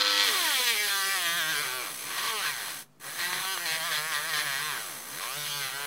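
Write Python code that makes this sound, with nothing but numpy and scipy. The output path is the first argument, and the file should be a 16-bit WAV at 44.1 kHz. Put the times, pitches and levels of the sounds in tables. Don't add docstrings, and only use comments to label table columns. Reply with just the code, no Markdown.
import sys
import numpy as np
from scipy import signal
from scipy.fft import rfft, irfft
from scipy.io import wavfile

SR = 44100
rng = np.random.default_rng(int(sys.argv[2]) if len(sys.argv) > 2 else 0)


def materialize(psi):
    bounded = np.clip(np.atleast_2d(psi).T, -1, 1)
    quanta = np.round(bounded * 32767).astype(np.int16)
    wavfile.write(sys.argv[1], SR, quanta)


def magnitude_from_level(level_db):
    exponent = np.asarray(level_db, float) / 20
    return 10 ** exponent


N = 258426

# frequency in Hz, bandwidth in Hz, level in dB.
GRIP = (142, 28, -45)
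USUAL_PUSH_DB = -37.5
SLIP_S = .00005


def rms_one(x):
    return x / np.sqrt(np.mean(x ** 2) + 1e-20)


def in_time(rows):
    s, *columns = np.transpose(rows)
    return [np.interp(np.arange(N) / SR, s, c) for c in columns]


def resonate(x, modes, between_db):
    out = magnitude_from_level(between_db) * x
    for k, (hz, width_hz, db) in enumerate(modes):
        r = np.exp(-np.pi * width_hz / SR)
        b = (1 - r * r) / 2 * np.array([1, 0, -1])
        poles = [1, -2 * r * np.cos(2 * np.pi * hz / SR), r * r]
        out = out + (-1) ** k * magnitude_from_level(db) * signal.lfilter(b, poles, x)
    return out


def cut(x, hz, kind, order=2):
    return signal.sosfilt(signal.butter(order, hz, kind, fs=SR, output="sos"), x)


def grit(per_s, rough, touch_db, slip_s, count, echo=0, seam=0):
    turns = np.cumsum(per_s) / SR
    whole = np.arange(int(turns[-1]))
    angle = (np.arange(count) + rng.random(count)) / (2 * count)
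    angle = np.concatenate([angle, angle + .5])
    wear, fresh, slip = rng.standard_normal((3, len(whole), 2 * count))
    share = np.clip(np.interp(whole, turns, rough), 0, 1)[:, None]
    renew = .24 + .8 * share ** 1.5
    pattern = wear.copy()
    for k in whole[1:]:
        pattern[k] = np.sqrt(1 - renew[k] ** 2) * pattern[k - 1] + renew[k] * wear[k]
    pattern[:, :1] += seam * (1 - share) * magnitude_from_level(2 * fresh[:, 1:2])
    bite = np.sqrt(1 - share ** 2) * pattern + share * fresh
    bite[:, count:] = np.sqrt(1 - echo ** 2) * bite[:, count:] - echo * bite[:, :count]
    bite = bite * magnitude_from_level(touch_db * np.cos(2 * np.pi * angle))
    bite = bite / np.sqrt(np.mean(bite ** 2, axis=1, keepdims=True))
    at = np.interp(whole[:, None] + angle, turns, np.arange(N))
    slip = slip_s * SR * (.08 + 1.3 * share) * slip
    at = np.clip(at + slip, 0, N - 1)
    fine = 4
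    clicks = np.bincount((at * fine).astype(int).ravel(), bite.ravel(), N * fine)
    return rms_one(signal.resample_poly(clicks, 1, fine) / np.sqrt(per_s))


def roughness():
    # start in seconds, end in seconds, roughness from 0 to 1.
    skip_rows = [(0, .36, .9), (.4, .54, .55), (.56, .63, .45), (.75, .75, .6), (.8, 1.35, .2),
                 (3.62, 4.03, .27), (4.3, 4.56, .22), (.89, .89, .6), (1.53, 1.54, .5), (1.645, 1.665, .6),
                 (1.71, 1.71, .5), (1.83, 1.89, .55), (1.89, 2.06, .75), (2.06, 2.27, .9), (2.3, 2.31, .5),
                 (2.44, 2.45, .7), (2.5, 2.62, .5), (2.67, 3.19, .9), (3.26, 3.32, .43), (3.36, 3.41, .78),
                 (3.58, 3.58, .6), (3.72, 3.77, .47), (3.91, 3.96, .52), (4.13, 4.27, .36),
                 (4.39, 4.45, .52), (4.59, 4.61, .5), (4.73, 4.83, .5), (4.89, 5.14, .75),
                 (5.14, 5.26, .55), (5.37, 5.38, .4), (5.455, 5.465, .6), (5.49, 5.5, .4), (5.6, 5.61, .4),
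                 (5.69, 5.71, .5), (5.78, 5.79, .4)]
    steady_rough, settle_per_s = .11, 11
    t = np.arange(N) / SR
    skips = [top - settle_per_s * np.maximum(0, np.maximum(a - t, t - b)) for a, b, top in skip_rows]
    return np.maximum(steady_rough, np.max(skips, axis=0))


def room_tone():
    # frequency in Hz, level in dB.
    air_spectrum = [(40, -10), (64, -16), (230, -3), (700, -10), (1150, -12), (2570, -21), (16000, -29)]
    air_hz, air_db = np.transpose(air_spectrum)
    hz = np.maximum(np.fft.rfftfreq(N, 1 / SR), 1)
    shape = magnitude_from_level(np.interp(np.log(hz), np.log(air_hz), air_db))
    return magnitude_from_level(-64) * rms_one(irfft(rfft(rng.standard_normal(N)) * shape, N))


def hopping(speed):
    # time in seconds, level in dB.
    hop_levels = [
        (0.0, -24),
        (0.02, -22.5),
        (0.03, -32),
        (0.044, -25),
        (0.204, -23.5),
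        (0.26, -28.5),
    ]
    hop_db, = in_time(hop_levels + [(.29, -25.5), (.4, -120)])
    turns = np.cumsum(speed) / SR
    hops = grit(speed / 5, np.full(N, .16), touch_db=3.0, slip_s=.00012, count=10, echo=.9, seam=2)
    hops = hops * magnitude_from_level(5.7 * np.cos(2 * np.pi * (turns * 2 / 5 - .95)))
    hops = cut(hops, 880, "high", order=4)
    hops = magnitude_from_level(hop_db - 4.5) * (hops + magnitude_from_level(2.5) * cut(hops, 2220, "high"))
    beat = magnitude_from_level(hop_db - 23.0) * np.sin(2 * np.pi * turns * 3 / 5)
    beat = beat + magnitude_from_level(hop_db - 8.5) * np.sin(2 * np.pi * turns * 13 / 5)
    return hops, beat


def knocks(speed, rough, knock_db, bright_db):
    # frequency in Hz, bandwidth in Hz, level in dB.
    body_modes = [(690, 280, -24), (1102, 177, 2.5), (1592, 210, -1.5), (1882, 183, 1.5), (2330, 337, -5.5),
                  (2906, 88, -1.5), (3216, 121, -3.5), (3323, 97, -1.5), (3520, 110, -6), (4116, 225, -0.5),
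                  (5000, 48, -10)]
    hops, beat = hopping(speed)
    biting = np.clip((np.arange(N) / SR - .2) / 0.045, .2, 1)
    bites = grit(speed, rough, touch_db=2.0, slip_s=SLIP_S, count=14, seam=-6)
    bites = rule_ends(biting * magnitude_from_level(knock_db) * bites)
    upper = cut(bites, 1740, "high")
    blows = hops + ticks() + bites + (magnitude_from_level(bright_db) - 1) * upper
    shaken = cut(resonate(blows, body_modes, between_db=-14.5), 402, "high")
    return magnitude_from_level(10.5) * cut(shaken, 5660, "low", order=4) + beat


def rasp(speed, rough, rasp_db):
    # frequency in Hz, bandwidth in Hz, level in dB.
    high_modes = [(4630, 32, -16), (5500, 60, 2.5), (5923, 99, -2), (6330, 83, 7), (7700, 110, -17.5),
                  (8080, 200, 4), (8340, 130, -4), (8950, 46, 6), (8900, 80, 2), (9350, 59, 4),
                  (9570, 68, -5.5), (10350, 50, 4.5),
                  (10280, 95, 3.5), (10700, 230, 5), (10960, 40, -5.5), (10940, 100, 4),
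                    (11800, 170, -8.5), (12230, 480, 1), (13100, 90, -2), (13900, 170, -11),
                    (14500, 130, -10), (14800, 57, -9.5), (15400, 110, -12)]
    dust = grit(speed, rough ** .5, touch_db=2.0, slip_s=SLIP_S / 4, count=70)
    hop_share = np.clip((.26 - np.arange(N) / SR) / 0.021, 0, 1)
    landing = np.cos(2 * np.pi * (np.cumsum(speed) / SR * 2 / 5 - .97))
    dust = dust * magnitude_from_level(6.0 * hop_share * landing)
    ringing = resonate(dust, high_modes, between_db=-7.0)
    ringing = cut(ringing, 3250, "high", order=4)
    top_db = 5.5 * np.log2(np.clip(speed, 50, 130) / 130)
    ringing = ringing + (magnitude_from_level(top_db) - 1) * cut(ringing, 14000, "high")
    scrape = cut(cut(dust, 1600, "low"), 240, "high", order=1)
    return magnitude_from_level(rasp_db) * (rms_one(ringing) + magnitude_from_level(0.5) * rough * scrape)


def hum(speed, rough, knock_db, power_db):
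    # level in dB, slope in dB per octave of speed, lower and upper limit in turns per second.
    order_tones = [
        (-48.5, 9, 207, 520),
        (-48.5, 3.5, 72, 520),
        (-54.5, 29, 440, 500),
    ]
    # frequency in Hz, gain in dB.
    casing_path = [(108, -15.5), (146, -3), (200, -16.5), (300, -18), (420, -4), (580, -9), (1000, -13),
                   (1500, 4)]
    # time in seconds, level in dB.
    grasp_levels = [(0, 1), (.9, -3.5), (1.2, -6.5), (1.3, 3.5), (1.7, -1), (2.0, -3.5), (2.5, 0),
                    (3.1, 0.5), (3.22, 2), (3.4, 6), (3.5, -8), (3.7, 2), (4.2, -0.5), (4.6, 1), (5.1, 3),
                    (5.33, -5), (5.4, 4.5), (5.65, 4.5), (5.72, 0), (5.8, -6)]
    phase = 2 * np.pi * np.cumsum(speed) / SR
    path_hz, path_db = np.transpose(casing_path)
    load_db = 0.16 * (knock_db - power_db - USUAL_PUSH_DB) + 0.2 * power_db
    load_db = load_db - 8 * rough * (speed < 250)
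    levels_db = []
    for k, (db, per_octave, low, high) in enumerate(order_tones):
        speed_db = per_octave * np.log2(np.clip(speed, low, high) / low)
        casing_db = np.interp(np.log((k + 1) * speed), np.log(path_hz), path_db)
        levels_db.append(db + speed_db + load_db + casing_db)
    levels_db.append(load_db - 53.0 + 0.27 * power_db)
    grasp_db, = in_time(grasp_levels)
    levels_db[0] = levels_db[0] + grasp_db
    tones = sum(magnitude_from_level(db) * np.sin((k + 1) * phase + k) for k, db in enumerate(levels_db))
    flutter = rms_one(cut(rng.standard_normal(N), 16.0, "low"))
    tones = tones * magnitude_from_level((2.5 + 0.69 * rough) * flutter * (speed < 260))
    hz, width_hz, db = GRIP
    thrum = rms_one(resonate(rng.standard_normal(N), [(hz, width_hz, 0)], between_db=-120))
    thrum_db = db + grasp_db + 0.62 * knock_db + 9.5 * rough - 13 * (speed > 240)
    return np.sqrt(2) * tones + magnitude_from_level(thrum_db) * thrum


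def room(x):
    t60_s, first_echo_s = 0.056, 0.0026
    t = np.arange(SR // 8) / SR
    onset = np.clip(t / first_echo_s - .5, 0, 1)
    echoes = rng.standard_normal(len(t)) * magnitude_from_level(-60 * t / t60_s) * onset
    return x + magnitude_from_level(-12) * signal.fftconvolve(x, echoes / np.sqrt(np.sum(echoes ** 2)))[:N]


def whine(speed):
    # time in seconds, third order level in dB, fifth order level in dB.
    pole_levels = [
        (.27, -68, -73),
        (.33, -42, -60),
        (.38, -42, -40),
        (.45, -36, -40),
        (.5, -43.5, -42),
        (.6, -40.5, -69),
        (.7, -71.5, -70.5),
    ]
    phase = 2 * np.pi * np.cumsum(speed) / SR
    third_db, fifth_db = in_time(pole_levels)
    third = magnitude_from_level(third_db) * np.sin(3 * phase + 2)
    return np.sqrt(2) * (third + magnitude_from_level(fifth_db) * np.sin(5 * phase))


def thud(speed, rough, knock_db):
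    # time in seconds, level beside the push in dB.
    flatness = [(.3, -8), (.6, 3.5), (.9, -5), (1.2, 5), (1.5, 4.5), (1.65, 6), (1.8, 12), (2.0, 7),
                (2.25, -11), (2.37, -5), (2.6, 4), (3.3, -9), (3.8, 1.5), (4.2, -1), (4.6, -2.5), (5.0, 10),
                (5.5, -13), (5.86, 3)]
    flat_db, = in_time(flatness)
    blows = grit(speed, rough, touch_db=0, slip_s=SLIP_S, count=3, seam=2.5)
    blows = cut(cut(blows, 382, "high", order=4), 980, "low", order=4)
    started = np.clip((np.arange(N) / SR - .27) / .05, 0, 1)
    return started * magnitude_from_level(knock_db + flat_db - 2.0) * blows


def ticks():
    # time in seconds, peak level in dB.
    catches = [(0.284, -20), (0.6679, -17.5), (2.1086, -22), (2.1878, -16), (2.2308, -18), (2.2505, -12),
               (2.2774, -16), (2.297, -18), (2.461, -20), (3.019, -32), (3.041, -36), (3.1914, -17),
               (3.2316, -16), (3.3297, -11.5), (3.4506, -15), (3.5745, -14), (3.6531, -18), (4.1192, -14.5),
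               (4.2956, -21), (4.3331, -18), (5.214, -19), (5.2365, -21), (5.2442, -27)]
    t = np.arange(SR // 200) / SR
    bursts = rng.standard_normal((len(catches), len(t))) * np.exp(-t / 0.001)
    out = np.zeros(N)
    for (s, db), burst in zip(catches, bursts):
        out[int(s * SR):int(s * SR) + len(t)] += magnitude_from_level(db - 7.0) * burst
    return out


def sing(x, rows):
    q, block = 7, 256
    hz, db = in_time(rows)
    out, state = np.zeros(N), np.zeros(2)
    for i in range(0, N, block):
        r = np.exp(-np.pi * hz[i] / q / SR)
        poles = [1, -2 * r * np.cos(2 * np.pi * hz[i] / SR), r * r]
        drive = (1 - r * r) / 2 * x[i:i + block]
        out[i:i + block], state = signal.lfilter([1], poles, drive, zi=state)
    return magnitude_from_level(db) * (out - np.roll(out, 2))


def rule_ends(bites):
    # time in seconds, frequency in Hz, level in dB.
    free_end = [
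        [(.3, 1200, -16), (.45, 1600, -1), (.6, 2260, -14.5), (.72, 2370, -6), (.9, 1700, 0), (1.2, 1670, 0),
         (1.53, 1580, 7), (1.6, 1400, 2), (1.85, 1350, 4)],
        [(2.05, 1130, -10), (2.2, 1120, -1), (2.33, 1100, 0.5), (2.4, 1340, 5), (2.45, 1620, 6.5),
         (2.55, 1540, 4), (2.85, 1520, -17)],
        [(3.02, 1640, -3), (3.2, 1780, 2), (3.4, 1790, -2), (3.44, 1100, -19), (3.56, 1130, -8),
         (3.62, 1750, -2), (3.9, 1750, 0.5), (4.4, 1770, -2), (4.75, 1595, -4)],
        [(5.05, 1070, -26), (5.28, 1110, -2.5), (5.4, 1500, 0), (5.58, 1400, -9), (5.62, 1880, 2),
         (5.7, 1360, -6), (5.86, 1580, -1)],
    ]
    # time in seconds, frequency in Hz, level in dB.
    short_end = [(.3, 3400, -3), (.65, 3340, -8), (.8, 2270, -2), (.9, 3360, -3), (1.1, 2370, -3),
                 (1.3, 3340, -11), (1.57, 2310, -4), (1.8, 2350, 2), (2.05, 2370, -7), (2.26, 3300, -9),
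                 (2.39, 2830, 4), (2.5, 3300, -19), (3.3, 4020, -3), (3.53, 2840, 0.5), (3.7, 3280, -10),
                 (3.96, 3300, 0), (4.07, 2510, -24), (4.16, 3400, 2), (4.38, 3350, -11), (4.67, 2460, -12),
                 (5.0, 3300, -32), (5.4, 2880, -9), (5.53, 3160, -1), (5.63, 2800, -4), (5.86, 3230, -16)]
    return bites + sing(bites, sum(free_end, [])) + sing(bites, short_end)


def digs():
    # start in seconds, end in seconds, extra push in dB.
    dig_rows = [(0.67, 0.696, 1.5), (0.868, 0.906, 0.25), (1.07, 1.17, 0.5), (1.252, 1.289, 1),
                (1.373, 1.416, 0.96), (1.487, 1.528, 0.9), (1.552, 1.596, 0.86), (2.175, 2.197, 2.05),
                (2.23, 2.297, 1.85), (2.445, 2.486, 1), (3.061, 3.54, 1.9), (3.19, 3.254, 1.5),
                (3.33, 3.335, 1.5), (3.517, 3.537, 0.5), (3.657, 3.752, 3.5), (3.8, 3.888, 1.6),
                (3.915, 3.98, 3), (4.12, 4.163, 2.5), (4.29, 4.3, 1.8), (4.336, 4.405, 3.5),
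                (4.46, 4.552, 1.3), (4.574, 4.72, 1.25), (5.215, 5.244, 0.8), (5.45, 5.465, 0.5),
                (5.51, 5.566, 0.6), (5.6, 5.683, 0.73)]
    rise_s, release_s = 0.0047, 0.033
    t = np.arange(N) / SR
    return sum(db * np.interp(t, [a - rise_s, a, b, b + release_s], [0, 1, 1, 0]) for a, b, db in dig_rows)


def shoves():
    # start in seconds, firmest in seconds, end in seconds, sag in turns per second.
    shove_rows = [(.723, .758, .817, 13), (.817, .93, 1.138, 7.6), (1.138, 1.27, 1.376, 15.5),
                  (1.376, 1.445, 1.507, 13.5), (1.507, 1.559, 1.619, 10.6), (1.619, 1.669, 1.76, 13),
                  (3.542, 3.586, 3.65, 16), (3.62, 3.692, 3.78, 25), (3.73, 3.804, 3.864, 18.5),
                  (3.864, 3.965, 4.12, 23), (4.09, 4.155, 4.284, 22.5), (4.284, 4.36, 4.5, 13.6),
                  (4.44, 4.53, 4.645, 22)]
    t = np.arange(N) / SR
    out = np.zeros(N)
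    for a, firmest, b, sag in shove_rows:
        out += sag * np.sin(np.pi / 2 * np.interp(t, [a, firmest, b], [0, 1, 0]))
    return out


def scene():
    # time in seconds, speed in turns per second.
    shaft_speed = [
        [(0, 508), (.25, 507), (.29, 455)],
        [(.346, 392), (.56, 260), (.817, 211.4), (1.138, 194.3), (1.376, 176.1), (1.619, 150.8), (1.82, 120),
         (1.936, 66.7), (2.0, 60.5)],
        [(2.063, 69.7), (2.112, 100), (2.164, 169), (2.289, 233.3), (2.36, 214), (2.4, 199), (2.457, 153.6),
         (2.497, 147), (2.583, 111), (2.855, 47)],
        [(2.98, 51), (3.059, 132), (3.169, 171), (3.515, 192), (3.864, 175.5), (4.284, 166.2), (4.685, 152),
         (4.747, 126.6), (4.989, 54)],
        [(5.144, 69.5), (5.194, 89), (5.302, 131), (5.381, 148.1), (5.584, 144.2), (5.702, 127.3), (5.74, 138),
         (5.86, 145.5)],
    ]
    # time in seconds, push in dB, brightness in dB.
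    contact = [
        [(0, -19, -22), (.08, -18, -26), (.1, -27, -11), (.22, -30, -8), (.245, -31, 6)],
        [(.3, -26.5, 5.5), (.45, -28, 7.5), (.57, -27.5, 7.5), (.65, -29, 8), (.76, -31, 8.5),
         (1.04, -27.5, 5.5), (1.45, -30, 3), (1.62, -30.5, 4), (1.88, -35.5, 2), (1.95, -43, 6),
         (2.03, -38, 3.5)],
        [(2.12, -31, 0.5), (2.22, -30.5, 0.5), (2.4, -28.5, 0.5), (2.47, -29, 2.5), (2.55, -34, 2.5),
         (2.7, -33.5, 2.5), (2.8, -43, 3.5)],
        [(3.06, -42, -7.5), (3.15, -44.5, -4), (3.2, -37.5, -3), (3.28, -36, -4.5), (3.58, -36, -2),
         (3.64, -35, -3.5), (4.07, -35, -1), (4.25, -35, -2.5), (4.5, -34, -1), (4.76, -34, -3),
         (4.8, -38, 0.5), (4.99, -44.5, 0)],
        [(5.04, -45.5, -3.5), (5.12, -42, -0.5), (5.24, -35.5, -1.5), (5.39, -39, 5.5), (5.64, -35.5, 2),
         (5.73, -36.5, -2.5), (5.86, -34, -0.5)],
    ]
    # time in seconds, power in dB.
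    motor_power = [
        (2.815, -4.5),
        (2.83, -11),
        (2.856, -28),
        (2.9, -44),
        (2.994, -44),
        (2.999, -13),
        (3.045, -0.5),
        (3.06, 0),
    ]
    speed = in_time(sum(shaft_speed, []))[0] - shoves()
    dig_db = digs()
    unsteady = rms_one(cut(rng.standard_normal(N), 25, "low"))
    speed = speed * (1 + .004 * unsteady * (speed < 500))
    push_db, bright_db = in_time(sum(contact, []))
    power_db, = in_time(motor_power)
    knock_db = push_db + dig_db + power_db
    rasp_db = -34.5 + 0.35 * (push_db - USUAL_PUSH_DB) + 0.47 * bright_db + power_db
    rasp_db = rasp_db - 0.9 * np.arange(N) / SR
    rasp_db = rasp_db + 0.91 * np.log2(np.clip(speed, 120, 330) / GRIP[0])
    rasp_db = rasp_db + 0.68 * dig_db
    bright_db = bright_db + 1.83 * dig_db
    rough = roughness()
    contact_sound = knocks(speed, rough, knock_db, bright_db) + rasp(speed, rough, rasp_db)
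    drill = room(contact_sound) + whine(speed)
    mono = drill + hum(speed, rough, knock_db, power_db) + room_tone() + thud(speed, rough, knock_db)
    return np.array([mono, mono])


def band_limit(x):
    return signal.sosfilt(signal.butter(12, 16580, fs=SR, output="sos"), x)


def record(dry):
    trimmed = cut(dry, 110, "high")
    trimmed = signal.sosfilt(signal.ellip(12, .5, 70, 15760, fs=SR, output="sos"), trimmed)
    return band_limit(trimmed - .0007)


dry = scene()
out = record(dry)
materialize(out)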